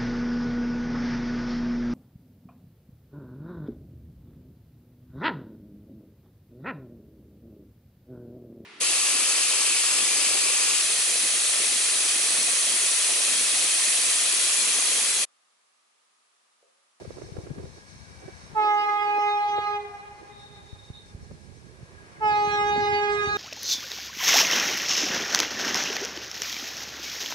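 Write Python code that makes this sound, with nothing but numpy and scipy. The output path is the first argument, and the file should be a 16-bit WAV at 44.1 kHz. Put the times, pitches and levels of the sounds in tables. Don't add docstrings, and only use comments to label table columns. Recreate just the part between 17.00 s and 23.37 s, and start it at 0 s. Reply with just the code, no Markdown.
import sys
import numpy as np
from scipy import signal
from scipy.fft import rfft, irfft, next_fast_len
from scipy.io import wavfile
from scipy.ndimage import map_coordinates

SR = 44100
rng = np.random.default_rng(int(sys.argv[2]) if len(sys.argv) > 2 else 0)


def to_wav(sig):
    pcm = np.clip(np.atleast_2d(sig), -1, 1) * 32767
    pcm = np.round(pcm).astype(np.int16)
    wavfile.write(sys.argv[1], SR, pcm.T)


N = 280917
TIME = np.arange(N) / SR

# (start [s], valve closes [s], settled pitch [Hz], left port lead [ms], twinkle rate [1/s])
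HORN_BLASTS = [(1.543, 2.762, 414.1, .17, 17.88), (5.199, 6.45, 413.2, 0.22, 16.95)]
# (time [s], fundamental [dB], octave [dB])
LOW_FADES = [
    [(1.59, -35, -19.5), (2.022, -42, -28.5), (2.1, -38, -22.5), (2.284, -36.5, -22.5),
     (2.384, -42.5, -25.5), (2.592, -44.5, -26), (2.642, -69, -40.5), (2.678, -39, -30), (2.76, -38, -28.5)],
    [(5.26, -34, -21.5), (5.308, -40.5, -19), (5.372, -32.5, -21.5), (5.482, -31.5, -27), (5.73, -28, -26),
     (5.926, -28, -26), (6.102, -28, -29.5), (6.224, -29, -50), (6.294, -31, -33.5), (6.36, -31, -39.5)],
]
# (time [s], level [dB])
THIRD_PARTIAL_FADES = [
    [(1.6, -27.5), (1.95, -29), (2.08, -31.5), (2.28, -30.5), (2.48, -38), (2.68, -29.5), (2.75, -36.5)],
    [(5.33, -30.5), (5.68, -30), (5.78, -41), (5.85, -35.5), (5.97, -42.5), (6.1, -33), (6.22, -29.5),
     (6.36, -33)],
]
# (level [dB], drift [dB/s])
UPPER_LEVELS = [
    [(-37, -6.5), (-36, -2.5)],
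    [(-35, 3.5), (-37, 1.5)],
]
# (frequency [Hz], gain [dB])
FIRST_BRASS = [(2060, -5), (2480, -7.5), (2890, -12), (3300, -14.5), (3720, -16), (4540, -21), (5370, -23),
               (6200, -26), (6610, -35), (7850, -48), (11150, -69)]
SECOND_BRASS = [(2060, -3.5), (2480, -3), (2890, -12.5), (3300, -15.5), (3720, -9.5), (4540, -18.5),
                (4950, -19), (5370, -19.5), (5780, -20), (6200, -20), (6610, -27.5), (7850, -29.5),
                (9090, -42.5), (11150, -47)]
# (time [s], centre [Hz], half length [s], gain [dB])
AIR_SWELLS = [(1.641, 2440, 0.014, 14.5), (1.623, 4150, 0.029, 13.5), (2.03, 2070, 0.025, 9),
              (2.18, 2330, 0.11, 17.5), (5.399, 4490, 0.043, 21), (5.431, 1660, 0.032, -20.5),
              (5.943, 3028, 0.09, 22), (5.996, 4720, 0.16, 17), (6.305, 4200, 0.1, 7),
              (2.3, 3700, 0.046, 12), (2.367, 2070, 0.023, -15), (2.58, 2320, 0.043, -11),
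              (5.665, 3720, 0.071, 7), (5.63, 7940, 0.067, 10), (6.135, 2070, 0.054, 8.5),
              (6.33, 2070, .07, -19)]
# (frequency [Hz], left minus right [dB])
HORN_BALANCE = [(413, -.5), (826, -2), (1240, -6), (1650, -6.5), (2070, -12), (2900, -0.5), (11000, -13)]
# (frequency [Hz], gain [dB])
ECHO_SPECTRUM = [(410, 4), (820, -0.5), (1240, -3), (1650, 2), (2070, 6), (2480, 4.5), (3500, 2.5),
                 (6000, 6.5), (11000, -18.5)]
# (frequency [Hz], gain [dB])
LOW_HORN_PARTIALS = [(718, 3), (1077, -0.5), (1436, -12.5), (2240, -22)]

# (time [s], level [dB])
LEFT_BUFFETING = [(0, -39), (.45, -42), (.68, -37), (.73, -45.5), (1.55, -46), (1.66, -57.5), (2.45, -59),
                  (2.55, -54), (3.3, -51.5), (3.8, -62), (4.12, -51), (4.35, -48), (4.42, -72), (5.2, -69),
                  (5.28, -49), (5.5, -44.5), (5.8, -38.5), (6.05, -47), (6.37, -44)]
RIGHT_BUFFETING = [(0, -67), (.75, -79), (2.3, -70), (3.099, -55), (3.25, -68), (3.42, -52.5),
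                   (3.65, -48.5), (4.0, -52), (4.15, -44.5), (4.55, -43), (5.181, -52), (5.27, -42),
                   (5.8, -41), (6.05, -47.5), (6.37, -42.5)]
# (time [s], level [dB])
LEFT_FLUTTER = [(0, -58), (.8, -71.5), (4.2, -62.5), (4.3, -60), (4.42, -59), (5.15, -56.5), (5.25, -46),
                (5.7, -43.5), (5.95, -68), (6.37, -46)]
RIGHT_FLUTTER = [(0, -41), (.07, -46.5), (.14, -47.5), (.2, -43), (.27, -46), (.38, -43.5), (.64, -44.5),
                 (.72, -54), (.79, -52), (.82, -69), (1.21, -57), (1.25, -40), (1.3, -51), (1.33, -73),
                 (1.54, -51), (1.64, -37.5), (1.9, -50.5), (2.18, -41), (2.35, -61.5), (2.6, -45),
                 (2.68, -62), (3.15, -71), (3.23, -42), (3.31, -64), (5.2, -58.5), (5.769, -54.5),
                 (6.37, -59)]
# (time [s], level [dB])
GUST_LEVEL = [(5.1, -86), (5.25, -57), (5.5, -52.5), (5.7, -53), (5.78, -45), (5.85, -44.5), (6.05, -53.5),
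              (6.37, -51.5)]
# (frequency [Hz], density [dB])
BUFFET_SPECTRUM = [(15, -29), (30, -9), (55, 0), (85, 1), (140, -3), (240, -11), (400, -27.5), (900, -62.5)]
FLUTTER_SPECTRUM = [(90, -29), (230, -22.5), (300, 2), (380, 7.5), (540, -2.5), (850, -11.5), (1500, -25),
                    (3000, -43.5), (7000, -57)]
GUST_SPECTRUM = [(100, -27), (190, -5), (260, 1.5), (340, -0.5), (500, -21), (1000, -53.5)]
PUFF_SPECTRUM = [(120, -24), (230, -8), (320, 5), (480, 7.5), (800, -9.5), (1400, -13.5), (2500, -24.5),
                 (7000, -63)]
# (time [s], level [dB], left minus right [dB], pitch [Hz])
BIG_EDDIES = [(.076, -28, 30, 111), (.234, -34, 23, 140), (.32, -27, 24, 130), (0.382, -22.5, 29, 100),
              (.436, -30, 25, 90), (.502, -28, 22, 190), (.512, -23, 8, 138), (0.581, -27.5, 22, 162),
              (.64, -28, 24, 135), (.96, -38, -9, 110), (1.014, -40, 28, 135), (1.123, -43.5, -6, 170),
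              (1.258, -35, 20, 148), (1.435, -37, 2, 153), (1.532, -32, 26, 138), (2.586, -33.5, 20, 119),
              (3.729, -25.5, 6, 59.6), (3.902, -24, -2, 84), (4.148, -24, -3, 65), (4.227, -30, 0, 90),
              (4.316, -33.5, 19, 150), (4.83, -30, 1, 80.6), (5.243, -33.5, -12, 140),
              (5.474, -30, -1, 120), (5.529, -33, 7, 129), (5.611, -35, 4, 186), (5.73, -30.5, 3, 180),
              (5.776, -25.5, 2, 248), (5.926, -26, 0, 108), (6.186, -34, 6, 115), (6.274, -22.5, 5, 80)]
# (time [s], level [dB], left minus right [dB])
SMALL_EDDIES = [(.017, -45, -22), (.047, -43, -25), (.104, -43.5, -23), (.169, -41, -25), (.181, -44, -24),
                (.215, -39.5, -22), (.366, -39, -20), (.385, -43, -20), (0.465, -42.5, -18), (.503, -44, 1),
                (.58, -40.5, -18), (.598, -51, -20), (.652, -45, -20), (.78, -49, -20), (1.279, -44, -20),
                (1.644, -43, -18), (2.182, -37.5, -29), (2.58, -32, -28), (4.308, -46, -2),
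                (5.25, -39.5, 11), (5.316, -42.5, 20), (5.614, -44, 10), (5.759, -39, -13), (6.29, -49, 12)]

# (time [s], level [dB])
ROLLING_LEVEL = [(0, -59), (.8, -59.5), (1.3, -55), (1.7, -52), (3.0, -55), (4.3, -63), (4.7, -61.5),
                 (5.15, -53.5), (6.37, -52)]
# (frequency [Hz], density [dB])
ROLLING_SPECTRUM = [(350, -5), (600, -5), (1000, -0.5), (1350, -3.5), (1700, -3), (2350, -7), (3100, -14.5),
                    (7000, -46)]
# (centre [Hz], width [Hz], gain [dB])
WHINE_PEAKS = [(1657, 70, 5.5), (1740, 80, -9.5)]
# (time [s], pitch [Hz], level [dB])
WHISTLE_COURSE = [(3.22, 3610, -85), (3.27, 3640, -73), (3.33, 3705, -61), (3.41, 3714, -51),
                  (3.5, 3714, -58.5), (3.56, 3714, -52.5), (3.65, 3714, -61), (3.72, 3714, -56.5),
                  (3.88, 3714, -57.5), (3.93, 3714, -58), (3.975, 3708, -48.5), (4.04, 3700, -60),
                  (4.11, 3630, -65), (4.16, 3610, -94)]
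# (centre [Hz], width [Hz], gain [dB])
WHISTLE_BAND = [(3640, 220, 0)]
# (time [s], level [dB])
HOOT_LEVEL = [(.95, -87), (1.08, -72), (1.18, -66), (1.28, -60), (1.34, -65), (1.39, -82)]
# (gain [dB], left minus right [dB])
HOOT_HARMONICS = [(-2, 20), (-8, -1), (0.5, -4)]
# (time [s], start pitch [Hz], end pitch [Hz], length [s], level [dB])
BIRD_CHIRP = (5.152, 2500, 1800, .035, -55)
# (time [s], level [dB])
HISS_LEVEL = [(0, -56), (.7, -57), (1.4, -56.5), (2.2, -58), (3.0, -60), (4.3, -59.5), (4.8, -60.5),
              (5.2, -59), (6.37, -58.5)]
# (frequency [Hz], density [dB])
HISS_SPECTRUM = [(40, -22), (150, -23.5), (500, 0.5), (1000, -11), (1400, -16), (2200, -7.5), (3000, -11.5),
                 (4200, -9), (4800, -10), (5600, -12), (7000, -12), (10000, -14), (11500, -20.5)]
# (centre [Hz], width [Hz], gain [dB])
RAIL_PEAKS = [(2274, 140, -5), (3814, 110, -6), (4220, 110, -8.5), (4500, 140, -6), (5340, 200, -2.5),
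              (5880, 160, -6.5), (6344, 130, -4), (7750, 80, -13.5), (8250, 100, -9.5), (8980, 90, -10)]
# (frequency [Hz], correlation [-1 to 1])
PORT_LIKENESS = [(60, 0.8), (170, 0.02), (480, 0.83), (1350, -0.48), (3830, 0.13), (10800, -0.13)]

SHARP_HZ, SETTLE_S, SAG_HZ_PER_S = 23.34, .085, 1.0
ATTACK_S, BLOOM_S = 0.017, 0.0045
RELEASE_S, RING_S = 0.014, 0.098
SWELL_WIDTH_HZ, SCATTER_HZ = 212, 2900
ECHO_FALL_DB_PER_S, ECHO_FLUTTER_DB, ECHO_FLUTTER_PER_S = 19, 9, 45
DOPPLER = .02


def train_horn(horn_db=-0.33, echo_db=-18, rasp_db=-18.5):
    settings = zip(HORN_BLASTS, LOW_FADES, THIRD_PARTIAL_FADES, UPPER_LEVELS, (FIRST_BRASS, SECOND_BRASS))
    blasts = [horn_blast(*parts) for parts in settings]
    answer = sum(echoes(sound, row[0]) for sound, row in zip(blasts, HORN_BLASTS))
    return amp(horn_db) * sum(blasts) + amp(rasp_db) * rasp(sum(blasts)) + amp(echo_db) * answer


def horn_blast(blast, fades, third, upper, brass, jitter=0.00061, waver_db=6.0, waver_rate=24):
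    start, stop, settled_hz, lead_ms, twinkle_rate = blast
    span = (TIME > start) & (TIME < stop + np.pi * RING_S)
    t = TIME[span]
    age, after = t - start, np.maximum(t - stop, 0)
    pitch = settled_hz + SHARP_HZ * np.exp(-age / SETTLE_S) - SAG_HZ_PER_S * age
    phase = 2 * np.pi * np.cumsum(pitch * (1 + jitter * wobble(70, len(t)))) / SR
    *low_db, brass_db = curves(fades, t) + curves(third, t) + [db + drift * age for db, drift in upper]
    out = np.zeros((2, N))
    for k in range(1, 29):
        hz = k * settled_hz
        level_db = low_db[k - 1] if k <= len(low_db) else brass_db + along(brass, hz)
        swell_db = sum(db * np.exp(-((hz - centre) / SWELL_WIDTH_HZ) ** 2 - ((t - s) / half) ** 2)
                       for s, centre, half, db in AIR_SWELLS if abs(hz - centre) < 2 * SWELL_WIDTH_HZ)
        attack = 1 - np.exp(-(age / (ATTACK_S + k * BLOOM_S)) ** 2)
        release = np.exp(-(after / (RELEASE_S + RING_S / k ** 2)) ** 2)
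        direct = pan(along(HORN_BALANCE, hz)) * left_lead(hz, lead_ms)
        share = (hz ** 2 / (hz ** 2 + SCATTER_HZ ** 2)) ** 2
        scattered = twinkle(twinkle_rate, len(t))
        waver = amp(waver_db * np.sqrt(share) * wobble(waver_rate, len(t)))
        arrival = unit(waver * (np.sqrt(1 - share) * direct + np.sqrt(share) * scattered))
        carrier = np.exp(1j * (k * phase + rng.uniform(0, 2 * np.pi)))
        out[:, span] += np.sqrt(2) * attack * release * amp(level_db + swell_db) * (arrival * carrier).real
    return out


def rasp(x, width_hz=70, corner_hz=2000):
    shake = noise(lambda hz: 1 / np.sqrt(1 + (hz / width_hz) ** 2) / (1 + (hz / 500) ** 4))
    return shake * filtered(x, lambda hz: hz ** 2 / (hz ** 2 + corner_hz ** 2))


def echoes(x, start, count=36, spread_s=2.1, air_hz_s=1600):
    out = np.zeros((2, N))
    heard = np.flatnonzero(x[1])
    blast = x[1, heard[0]:heard[-1]]
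    for i, (when, angle, side, lag) in enumerate(rng.random((count, 4))):
        delay = .03 + spread_s * (i + when) / count
        speed = 1 - DOPPLER * angle * min(1, 4 * delay)
        echo = np.interp(np.arange(0, len(blast) - 1, speed), np.arange(len(blast)), blast)
        pole = np.exp(-2 * np.pi * air_hz_s / delay / SR)
        echo = signal.lfilter([1 - pole], [1, -pole], echo)
        depth_db = ECHO_FLUTTER_DB * delay / (delay + .1)
        flutter = unit(amp(depth_db * wobble(ECHO_FLUTTER_PER_S, len(echo))))
        echo *= amp(-ECHO_FALL_DB_PER_S * delay) * flutter
        for port, gain in enumerate(pan(12 * (side - .5))):
            at = round((start + delay + (port - .5) * (lag - .5) * .0012) * SR)
            out[port, at:at + len(echo)] += gain * echo[:max(N - at, 0)]
    return filtered(out, lambda hz: amp(along(ECHO_SPECTRUM, hz)))


def low_horn(level_db=-59.5, swell_s=0.54, outlast_s=0.089, release_s=0.17, waver_db=3, drift=0.0054):
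    clock = np.cumsum(1 + drift * wobble(13)) / SR
    tone = sum(amp(db + waver_db * wobble(13)) * np.sin(2 * np.pi * hz * clock)
               for hz, db in LOW_HORN_PARTIALS)
    envelope = np.zeros(N)
    for start, stop, *_ in HORN_BLASTS:
        swell = 1 - np.exp(-(np.maximum(TIME - start, 0) / swell_s) ** 2)
        envelope += swell * np.exp(-np.maximum(TIME - stop - outlast_s, 0) / release_s)
    return np.sqrt(2) * amp(level_db) * envelope * tone * pan(-2)


def wind(lumps_db=2.5, crackle_db=3.5):
    def layer(levels, spectrum, depth_db, rate):
        eddies = amp(depth_db * np.clip([wobble(rate), wobble(rate)], -2, 2))
        return amp([curves(rows)[0] for rows in levels]) * unit(eddies * coloured(spectrum))
    buffeting = layer((LEFT_BUFFETING, RIGHT_BUFFETING), BUFFET_SPECTRUM, lumps_db, rate=35)
    flutter = layer((LEFT_FLUTTER, RIGHT_FLUTTER), FLUTTER_SPECTRUM, crackle_db, rate=75)
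    churn = layer([GUST_LEVEL], GUST_SPECTRUM, lumps_db, rate=50)
    return buffeting + flutter + churn


def thumps(push_s=0.0026, puff_s=0.0031, push_db=-1, puff_db=4):
    out = np.zeros((2, N + SR))
    t = np.arange(SR // 10) / SR
    swell = lambda peak_s: t / peak_s * np.exp(1 - t / peak_s)
    for s, db, side_db, hz in BIG_EDDIES:
        phase = 2 * np.pi * hz * t + rng.uniform(0, 2 * np.pi) + rng.normal(0, 1.0, (2, 1))
        push = swell(push_s) * np.sin(phase)
        out[:, round(s * SR):][:, :len(t)] += pan(side_db) * amp(db + push_db) * push
    for s, db, side_db in SMALL_EDDIES:
        puff = swell(puff_s) * coloured(PUFF_SPECTRUM, len(t))
        out[:, round(s * SR):][:, :len(t)] += pan(side_db) * amp(db + puff_db) * puff
    return out[:, :N]


def whine(over_rolling_db=-3.5, lead_ms=0.24, waver_db=3.0):
    response = lambda hz: resonances(WHINE_PEAKS)(hz) * left_lead(hz, lead_ms)
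    tone = unit(filtered(rng.standard_normal(N), response))
    return amp(curves(ROLLING_LEVEL)[0] + over_rolling_db + waver_db * wobble(11)) * tone * pan(-0.18)


def whistle(upper_hz=4122, upper_db=-13, fuzz_db=3, fuzz_rate=85, airy_db=-9):
    blown = (TIME > WHISTLE_COURSE[0][0]) & (TIME < WHISTLE_COURSE[-1][0])
    pitch, level_db = curves(WHISTLE_COURSE, TIME[blown])
    size = len(pitch)
    def tone(hz):
        roughness = 1 + amp(fuzz_db) * twinkle(fuzz_rate, size)
        return unit((roughness * np.exp(2j * np.pi * np.cumsum(hz) / SR)).real)
    airy = noise(resonances(WHISTLE_BAND), size)
    tones = tone(pitch) + amp(upper_db) * tone(np.full(size, upper_hz))
    out = np.zeros((2, N))
    out[:, blown] = amp(level_db) * (tones + amp(airy_db) * airy)
    return out


def hoot(pitch_hz=765, waver_db=1.0, drift=0.0059):
    phase = 2 * np.pi * np.cumsum(pitch_hz * (1 + drift * wobble(39.5))) / SR
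    tone = sum(pan(side) * amp(db + waver_db * wobble(27.2)) * np.sin(k * phase)
               for k, (db, side) in enumerate(HOOT_HARMONICS, 1))
    sounding = (TIME > HOOT_LEVEL[0][0]) * (TIME < HOOT_LEVEL[-1][0])
    return np.sqrt(2) * sounding * amp(curves(HOOT_LEVEL)[0]) * tone


def bird():
    start, high_hz, low_hz, length, db = BIRD_CHIRP
    progress = np.clip((TIME - start) / length, 0, 1)
    phase = 2 * np.pi * np.cumsum(high_hz + (low_hz - high_hz) * progress) / SR
    return amp(db) * np.sin(np.pi * progress) ** 2 * np.sin(phase)


def platform_ambience(sway_db=.4, rail_db=-63, rail_swing=2.02, shimmer_db=2.2):
    hiss_db, = curves(HISS_LEVEL)
    air = amp(hiss_db + sway_db * wobble(2.3)) * coloured(HISS_SPECTRUM)
    roar = amp(curves(ROLLING_LEVEL)[0]) * coloured(ROLLING_SPECTRUM)
    singing_db = rail_db + rail_swing * (hiss_db - hiss_db.mean()) + shimmer_db * wobble(21)
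    rails = amp(singing_db) * noise(resonances(RAIL_PEAKS))
    return (air + rails) * pan(0.79) + roar * pan(-0.71)


def amp(db):
    return 10 ** (np.asarray(db) / 20)


def unit(x):
    return x / np.sqrt(np.mean(np.abs(x) ** 2) + 1e-20)


def along(points, hz):
    freqs, values = np.transpose(points)
    return np.interp(np.log(hz + 1), np.log(freqs + 1), values)


def curves(rows, t=TIME):
    times, *columns = np.transpose(rows)
    return [np.interp(t, times, column) for column in columns]


def wobble(rate, size=N):
    coarse = np.arange(0, size + 64, 64)
    knots = rng.standard_normal(1024)
    return np.interp(np.arange(size), coarse, map_coordinates(knots, [coarse * rate / SR], mode="wrap"))


def twinkle(rate, size):
    return unit(np.array([wobble(rate, size) + 1j * wobble(rate, size) for port in range(2)]))


def pan(db):
    gains = amp(np.array([np.atleast_1d(db), -np.atleast_1d(db)]) / 2)
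    return gains / np.sqrt(np.mean(gains ** 2, axis=0))


def left_lead(hz, ms):
    return np.exp(1j * np.pi * hz * ms / 1000 * np.array([[1], [-1]]))


def filtered(x, response):
    size = x.shape[-1]
    padded = next_fast_len(size + 8192, True)
    return irfft(rfft(x, padded) * response(np.fft.rfftfreq(padded, 1 / SR)), padded)[..., :size]


def noise(response, size=N):
    def mid_side(hz):
        angle = np.arccos(np.clip(along(PORT_LIKENESS, hz), -1, 1)) / 2
        return response(hz) * [np.cos(angle), np.sin(angle)]
    mid, side = filtered(rng.standard_normal((2, size)), mid_side)
    return unit(np.array([mid + side, mid - side]))


def coloured(spectrum, size=N):
    return noise(lambda hz: amp(along(spectrum, hz)), size)


def resonances(modes):
    return lambda hz: sum(amp(db) / (1 + (2 * (hz - centre) / width) ** 2) for centre, width, db in modes)


def scene():
    train = train_horn() + low_horn() + whine()
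    return train + whistle() + hoot() + bird() + wind() + thumps() + platform_ambience()


def record(dry, low_cut_hz=39, top_hz=11600):
    thinned = filtered(dry, lambda hz: (1j * hz / (low_cut_hz + 1j * hz)) ** 2)
    return filtered(thinned, lambda hz: 1 / (1 + (hz / top_hz) ** 160))


dry = scene()
out = record(dry)
to_wav(out)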